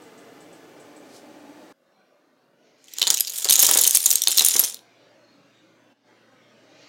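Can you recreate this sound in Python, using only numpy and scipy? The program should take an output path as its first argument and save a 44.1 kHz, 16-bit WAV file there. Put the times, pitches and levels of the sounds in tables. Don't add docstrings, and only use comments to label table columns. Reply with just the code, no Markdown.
import sys
import numpy as np
from scipy import signal
from scipy.fft import rfft, irfft
from scipy.io import wavfile
from scipy.ndimage import uniform_filter1d

SR = 44100
rng = np.random.default_rng(int(sys.argv[2]) if len(sys.argv) > 2 else 0)


def persist_wave(psi):
    counts = np.round(np.clip(psi, -1, 1) * 32767).astype(np.int16)
    wavfile.write(sys.argv[1], SR, np.atleast_2d(counts).T)


N = 303408
TIME = np.arange(N) / SR
DROP_S, TIPPED_S, SETTLED_S = 1.727, 2.95, 4.765


def from_db(db):
    return 10 ** (np.asarray(db) / 20)


def unit_rms(x):
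    return x / np.sqrt(np.mean(x ** 2) + 1e-20)


def curves(rows):
    times, *columns = np.transpose(rows)
    return [np.interp(TIME, times, column) for column in columns]


def add(out, start_s, sound):
    at = int(start_s * SR)
    out[at:at + len(sound)] += sound[:N - at]


def cut(x, hz, kind, order=2):
    return signal.sosfilt(signal.butter(order, hz, kind, fs=SR, output="sos"), x)


def decay(t, t60_s):
    return np.exp(-np.log(1000) * t / t60_s)


def ring(impulses, hz, t60_s):
    radius, angle = from_db(-60 / (t60_s * SR)), 2 * np.pi * hz / SR
    feedback = [1, -2 * radius * np.cos(angle), radius ** 2]
    return signal.lfilter([0, np.sin(angle)], feedback, impulses + 1e-18)


def noise(spectrum):
    hz, db = np.transpose(spectrum)
    bins_hz = np.maximum(np.fft.rfftfreq(N, 1 / SR), 1)
    gain = from_db(np.interp(np.log(bins_hz), np.log(hz), db))
    return unit_rms(irfft(rfft(rng.standard_normal(N)) * gain, N))


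def waver(x, depth_db, width_hz, length_s=0.13):
    frames = dict(fs=SR, nperseg=2048, noverlap=1536)
    hz, times, cells = signal.stft(x, **frames)
    field = rng.standard_normal(cells.shape)
    for axis, span in enumerate([width_hz / hz[1], length_s / times[1]]):
        for _ in range(2):
            field = uniform_filter1d(field, max(int(round(span)), 1), axis=axis)
    _, modulated = signal.istft(cells * from_db(depth_db * unit_rms(field)), **frames)
    return unit_rms(modulated[:N])


def swells(rows):
    return sum(from_db(np.maximum(db - np.maximum(rise * (s - TIME), fall * (TIME - s)), -200))
               for s, db, rise, fall in rows)


# frequency_hz, level_db
LOUD_AIR_SPECTRUM = [(24, -64), (40, -24.5), (87, -33.5), (108, -15.5), (213, -11), (294, -0.5), (368, -8),
                     (562, -5), (838, -10), (973, -17.5), (1080, -14.5), (3650, -25.5), (7910, -31),
                     (10400, -38), (15500, -38)]

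def loud_air(level_db=-47.5):
    return from_db(level_db) * waver(noise(LOUD_AIR_SPECTRUM), depth_db=2.5, width_hz=40, length_s=1.0)


# start_s, level_db
TICKS = [(0.0194, -50), (0.177, -48.5), (0.4045, -48), (0.5287, -47.5), (0.7983, -47), (0.9636, -48)]
# frequency_hz, level_db
TICK_SPECTRUM = [(3000, -18.5), (6500, -11.5), (7500, -5.5), (7950, 0.5), (8500, -11), (9500, -8.5),
                 (11000, -28.5), (16000, -24.5)]

def ticks(gain_db=-8, t60_s=0.235):
    envelope, t = np.zeros(N), np.arange(SR // 2) / SR
    for start_s, db in TICKS:
        add(envelope, start_s, from_db(db + gain_db) * decay(t, t60_s))
    return envelope * noise(TICK_SPECTRUM)


# peak_s, level_db, rise_db_per_s, fall_db_per_s
FUR_STROKE = [(1.165, -50, 195.5, 279)]
# frequency_hz, level_db
FUR_SPECTRUM = [(2000, -25.5), (3300, -5), (4200, 2.5), (6000, 0), (9000, -3.5), (16000, -21)]

def fur_brush():
    return swells(FUR_STROKE) * noise(FUR_SPECTRUM)


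# peak_s, pitch_hz, length_s, level_db
WISPS = [(1.894, 1720, 0.049, -71), (2.012, 1519, 0.036, -65), (1.991, 4107, 0.143, -76.5),
         (2.152, 581, 0.064, -60), (5.193, 586, 0.055, -56.5), (5.29, 4300, 0.111, -66)]

def wisps(width_hz=110):
    out = np.zeros(N)
    for peak_s, hz, length_s, db in WISPS:
        band = [(hz + step * width_hz, skirt_db)
                for step, skirt_db in [(-2, -90), (-1, -14), (0, 0), (1, -14), (2, -90)]]
        out += from_db(db) * np.exp(-2 * ((TIME - peak_s) / length_s) ** 2) * noise(band)
    return out


# frequency_hz, level_db
QUIET_AIR_SPECTRUM = [(40, -30.5), (90, -27.5), (140, -7), (210, -6), (285, 0), (400, -5.5), (570, -2),
                      (750, -9), (1000, -13), (1500, -11.5), (3000, -45.5)]
HISS_SPECTRUM = [(600, -20.5), (1100, -5), (1500, 2), (2300, 5), (3200, 1.5), (4400, -1), (6500, -7),
                 (8000, -15), (11000, -29), (16000, -44)]
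# time_s, air_db, hiss_db
QUIET_LEVELS = [
    [(1.74, -69.5, -78.5), (1.922, -62.5, -72.5), (2.75, -62.5, -73)],
    [(4.9, -59, -62), (5.918, -59.5, -66), (6.65, -56.5, -61)],
]

def quiet_air(hum_hz=115.6, hum_to_air_db=-15.5, hum_from_s=4.7, white_db=-81.5, dip_db=-9.5):
    air_db, hiss_db = curves(np.vstack(QUIET_LEVELS))
    hum = from_db(hum_to_air_db) * np.sqrt(2) * np.sin(2 * np.pi * hum_hz * TIME) * (TIME > hum_from_s)
    air = waver(noise(QUIET_AIR_SPECTRUM), depth_db=3.5, width_hz=50)
    hiss = waver(noise(HISS_SPECTRUM), depth_db=3.5, width_hz=130, length_s=0.11)
    white = from_db(white_db) * rng.standard_normal(N)
    dip = from_db(dip_db * np.interp(TIME, [5.925, 5.94, 6.03, 6.08], [0, 1, 1, 0]))
    return (from_db(air_db) * (air + hum) + from_db(hiss_db) * hiss + white + wisps()) * dip


# peak_s, level_db, rise_db_per_s, fall_db_per_s
HAND_STROKES = [(2.66, -67, 203.5, 70), (2.98, -49.5, 117, 299), (6.83, -53.5, 95.5, 37)]
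# frequency_hz, level_db
HAND_SPECTRUM = [(900, -38.5), (2000, 3.5), (3500, -1), (6500, -2.5), (8000, -26), (12000, -36)]

def hands():
    return swells(HAND_STROKES) * waver(noise(HAND_SPECTRUM), depth_db=2.5, width_hz=200)


# time_s, flow_db, treble_over_middle_db
FLOW = [(2.78, -75.5, -7.5), (2.9, -54, -6.5), (3.0, -38.5, -11.5), (3.13, -31, -11), (3.25, -40.5, -10),
        (3.38, -33.5, 6), (3.48, -29, -7.5), (3.63, -20, -1), (3.8, -23, -1.5), (4.01, -32, 1.5),
        (4.1, -26, 3), (4.23, -36, -7.5), (4.43, -24.5, -2.5), (4.63, -29.5, -2), (4.73, -41, -11),
        (4.81, -71, -42)]
SLIDING = (TIME > FLOW[0][0]) & (TIME < SETTLED_S)
# pitch_hz, level_db
BUTTON_MODES = [(3100, -6), (3700, -1), (4150, -2.5), (5300, 0), (6100, 1.5), (6650, 4.5), (7300, -4.5),
                (8050, -1), (8860, 0), (9640, -0.5), (11300, -2), (12100, -3.5), (13400, -4.5),
                (14400, -3.5), (15400, -7)]

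def sliding_heap(contacts_per_s=1100, force_spread_db=3, t60_s=0.0063, sizes=4, pitch_spread=0.1):
    flow_db, bright_db = curves(FLOW)
    touching = rng.random(N) < contacts_per_s / SR
    force = from_db(force_spread_db * np.minimum(rng.exponential(1, N), 4))
    contacts = (touching * force)[SLIDING]
    struck_size = rng.integers(0, sizes, N)[SLIDING]
    couplings = rng.standard_normal((len(BUTTON_MODES), N))[:, SLIDING]
    middle, treble = np.zeros((2, len(contacts)))
    for size in range(sizes):
        for (hz, db), coupling in zip(BUTTON_MODES, couplings):
            band = treble if hz > 7700 else middle
            pitch_hz = hz * np.exp(pitch_spread * rng.standard_normal())
            band += from_db(db) * ring(contacts * (struck_size == size) * coupling, pitch_hz, t60_s)
    out = np.zeros(N)
    out[SLIDING] = from_db(-1.0645) * unit_rms(middle)
    out[SLIDING] += from_db(bright_db[SLIDING] - 2.55) * unit_rms(treble)
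    return cut(from_db(flow_db) * out, 1500, "high")


def knock(level_db, main_hz, flow_bright_db, middle_hz=6500, pitch_spread=0.05, mode_spread_db=3.5,
          linger_db=-27, rebound_db=-11, rise_s=0.0001, hardest_db=-5):
    t = np.arange(SR // 10) / SR
    mode_hz, mode_db = np.transpose(BUTTON_MODES)
    octaves = np.log2(main_hz / middle_hz)
    bright_db = 8 + 16.5 * octaves + flow_bright_db
    t60_s = 0.0095 * 1.35 ** min(octaves, 0)
    hz = mode_hz * np.exp(pitch_spread * rng.standard_normal(len(mode_hz)))
    tilt_db = bright_db * np.clip(np.log2(hz / middle_hz), -0.75, 0.75) / 1.5
    gains = from_db(mode_db + tilt_db + mode_spread_db * rng.standard_normal(len(hz)))
    gains *= rng.choice([-1, 1], len(hz)) / np.linalg.norm(gains)
    modes = gains @ np.sin(2 * np.pi * hz[:, None] * t)
    main_mode = 0.709 * np.sin(2 * np.pi * main_hz * t)
    sound = (modes + main_mode) * decay(t, t60_s)
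    if main_hz > 9000:
        sound += from_db(linger_db) * main_mode * decay(t, t60_s=0.12)
    crack_db = -0.5 + 3 * min(octaves, 0)
    sound += from_db(crack_db) * rng.standard_normal(len(t)) * decay(t, t60_s=0.0018)
    rebound_lag = int(rng.uniform(0.059, 0.3) * t60_s * SR) + 1
    sound += from_db(rebound_db) * np.pad(sound, (rebound_lag, 0))[:len(t)]
    sound *= 1 - np.exp(-t / rise_s)
    sound = cut(sound, 2300, "high", order=3)
    onset_rms = np.sqrt(np.mean(sound[t < 0.003] ** 2))
    return sound / onset_rms * from_db(min(level_db, hardest_db))


# start_s, level_db, pitch_hz, touch_count
KNOCKS = [(2.842, -47, 6100, 1), (2.883, -43, 2900, 1), (2.937, -30.5, 5820, 1), (2.9848, -20, 6760, 1),
          (3.016, -15, 3966, 1), (3.019, -11.5, 3900, 1), (3.0274, -11.5, 2916, 1), (3.038, -22, 4270, 1),
          (3.07, -13.5, 4097, 2), (3.076, -16.5, 7010, 2), (3.103, -6, 6719, 1), (3.109, -15, 7000, 1),
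          (3.142, -14, 6800, 2), (3.172, -18, 6570, 1), (3.179, -20.5, 6190, 1), (3.199, -20, 11420, 1),
          (3.207, -10, 11600, 1), (3.272, -23.5, 4655, 3), (3.297, -24.5, 6780, 2), (3.446, -19, 4580, 1),
          (3.454, -18, 4920, 1), (3.488, -13, 4130, 1), (3.4964, -10.5, 4540, 1), (3.5002, -9.5, 11380, 1),
          (3.508, -7, 6476, 1), (3.523, -10, 8613, 3), (3.538, -11.5, 8660, 1), (3.556, -10, 6500, 1),
          (3.593, -9, 6555, 3), (3.618, -15, 12600, 2), (3.63, -10.5, 7364, 2), (3.647, -15.5, 7070, 3),
          (3.712, -7.5, 10150, 1), (3.736, -14.5, 6500, 2), (3.773, -10, 9190, 2), (3.787, -12, 6120, 2),
          (3.812, -11, 10100, 2), (3.837, -11, 7570, 2), (3.866, -14, 9810, 1), (3.875, -9, 9600, 2),
          (3.909, -11.5, 6500, 1), (3.948, -9.5, 8412, 3), (3.959, -14, 5467, 2), (3.971, -7.5, 9920, 1),
          (4.059, -7.5, 7026, 2), (4.105, -11, 7570, 1), (4.113, -9.5, 5920, 1), (4.128, -14, 12300, 1),
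          (4.156, -9, 8530, 1), (4.219, -12, 5760, 1), (4.237, -15.5, 5930, 1), (4.273, -7, 3654, 1),
          (4.283, -11.5, 10270, 1), (4.316, -15.5, 7610, 2), (4.376, -11, 6480, 1), (4.382, -10, 4097, 2),
          (4.394, -10, 3860, 2), (4.408, -13, 3861, 1), (4.448, -7.5, 9310, 1), (4.463, -10, 9540, 1),
          (4.485, -10.5, 9550, 1), (4.54, -16.5, 6200, 1), (4.564, -13.5, 6250, 2), (4.594, -7, 11650, 2),
          (4.638, -15.5, 6060, 3), (4.744, -27, 9520, 1), (4.769, -40.5, 3440, 1), (4.791, -45.5, 3882, 1)]

def main_knocks(gain_db=-1, chatter_gap_s=0.0038, loss_per_touch_db=1):
    out = np.zeros(N)
    _, bright_db = curves(FLOW)
    for start_s, db, main_hz, touches in KNOCKS:
        force_db = db + gain_db + 2 * np.clip((db + 13) / 4, 0, 1)
        for touch in range(round(touches)):
            touch_db = force_db - loss_per_touch_db * touch
            add(out, start_s, knock(touch_db, main_hz, bright_db[int(start_s * SR)]))
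            start_s += chatter_gap_s * rng.uniform(0.6, 1.4)
    return out


def stray_knocks(count=34, over_flow_db=8.5, spread_db=5):
    out = np.zeros(N)
    flow_db, bright_db = curves(FLOW)
    starts = TIPPED_S + (SETTLED_S - TIPPED_S) * (np.arange(count) + rng.random(count)) / count
    pitches = rng.choice([hz for hz, _ in BUTTON_MODES if hz < 12500], count)
    for start_s, main_hz, offset_db in zip(starts, pitches, rng.uniform(-spread_db, spread_db, count)):
        at = int(start_s * SR)
        add(out, start_s, knock(flow_db[at] + over_flow_db + offset_db, main_hz, bright_db[at]))
    return out


# start_s, level_db
LANDINGS = [(2.982, -38), (3.015, -26), (3.068, -25.5), (3.1, -26.5), (3.451, -28), (3.49, -26),
            (3.583, -28.5), (3.628, -22.5), (3.686, -18.5), (3.754, -18.5), (3.858, -32), (3.947, -36),
            (4.057, -34), (4.123, -37), (4.27, -26.5), (4.379, -28), (4.408, -26), (4.458, -41),
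            (4.552, -23.5), (4.594, -31.5), (4.627, -31)]
# frequency_hz, level_db
TABLE_SPECTRUM = [(60, -28.5), (130, -18), (220, -11), (310, -4), (460, 1.5), (630, -4.5), (800, -0.5),
                  (980, -2), (1300, -6), (2200, -5), (4000, -30.5)]

def landings(gain_db=-4, touches=3, mean_gap_s=0.01504, loss_per_touch_db=6, rise_s=0.0015, slide_db=-23):
    flow_db, _ = curves(FLOW)
    energy = from_db(flow_db + slide_db) ** 2 * SLIDING
    t = np.arange(SR // 4) / SR
    pat = (1 - np.exp(-t / rise_s)) * decay(t, t60_s=0.0908)
    for start_s, db in LANDINGS:
        for touch, gap_s in enumerate(rng.exponential(mean_gap_s, touches)):
            add(energy, start_s, (from_db(db + gain_db - loss_per_touch_db * touch) * pat) ** 2)
            start_s += gap_s
    return np.sqrt(energy) * noise(TABLE_SPECTRUM)


# pitch_hz, level_db
JINGLE_MODES = [(9530, 3.5), (9650, -1.5), (9800, -6), (11550, -12.5), (13100, -13.5)]
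# peak_s, level_db
JOSTLES = [(3.98, -25.5), (4.29, -27.5), (4.48, -23.5), (4.605, -27)]

def jingle(touches_per_s=110, t60_s=0.025, rise_db_per_s=600, fall_db_per_s=150):
    touches = (rng.random(N) < touches_per_s / SR) & (TIME < SETTLED_S)
    ringing = sum(from_db(db) * ring(touches * rng.standard_normal(N), hz, t60_s)
                  for hz, db in JINGLE_MODES)
    envelope = swells([(peak_s, db, rise_db_per_s, fall_db_per_s) for peak_s, db in JOSTLES])
    return ringing / np.std(ringing[touches]) * envelope


def room(direct, reverb_db=-13, nearest_wall_s=0.0044, bass_t60_s=0.28, treble_t60_s=0.21, treble_db=-2):
    t = np.arange(SR // 2) / SR
    echoes = cut(rng.standard_normal(len(t)), 12000, "low", order=1) * (t > nearest_wall_s)
    bass = cut(echoes, 1500, "low", order=1)
    tail = bass * decay(t, bass_t60_s) + from_db(treble_db) * (echoes - bass) * decay(t, treble_t60_s)
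    return direct + from_db(reverb_db) * signal.fftconvolve(direct, tail / np.linalg.norm(tail))[:N]


def scene():
    before_drop = np.clip((DROP_S - TIME) / 0.003, 0, 1)
    background = (1 - before_drop) * quiet_air() + before_drop * loud_air()
    handling = (ticks() + fur_brush()) * (TIME < DROP_S) + hands()
    pour = sliding_heap() + jingle() + landings() + stray_knocks() + main_knocks()
    return (background + handling + room(pour))[None]


def record(dry, clip_level=0.95, low_hz=40, top_hz=16000):
    clipped = np.clip(dry, -clip_level, clip_level)
    thinned = cut(clipped, low_hz, "high", order=1)
    return signal.sosfilt(signal.ellip(10, 0.2, 70, top_hz, fs=SR, output="sos"), thinned)


dry = scene()
out = record(dry)
persist_wave(out)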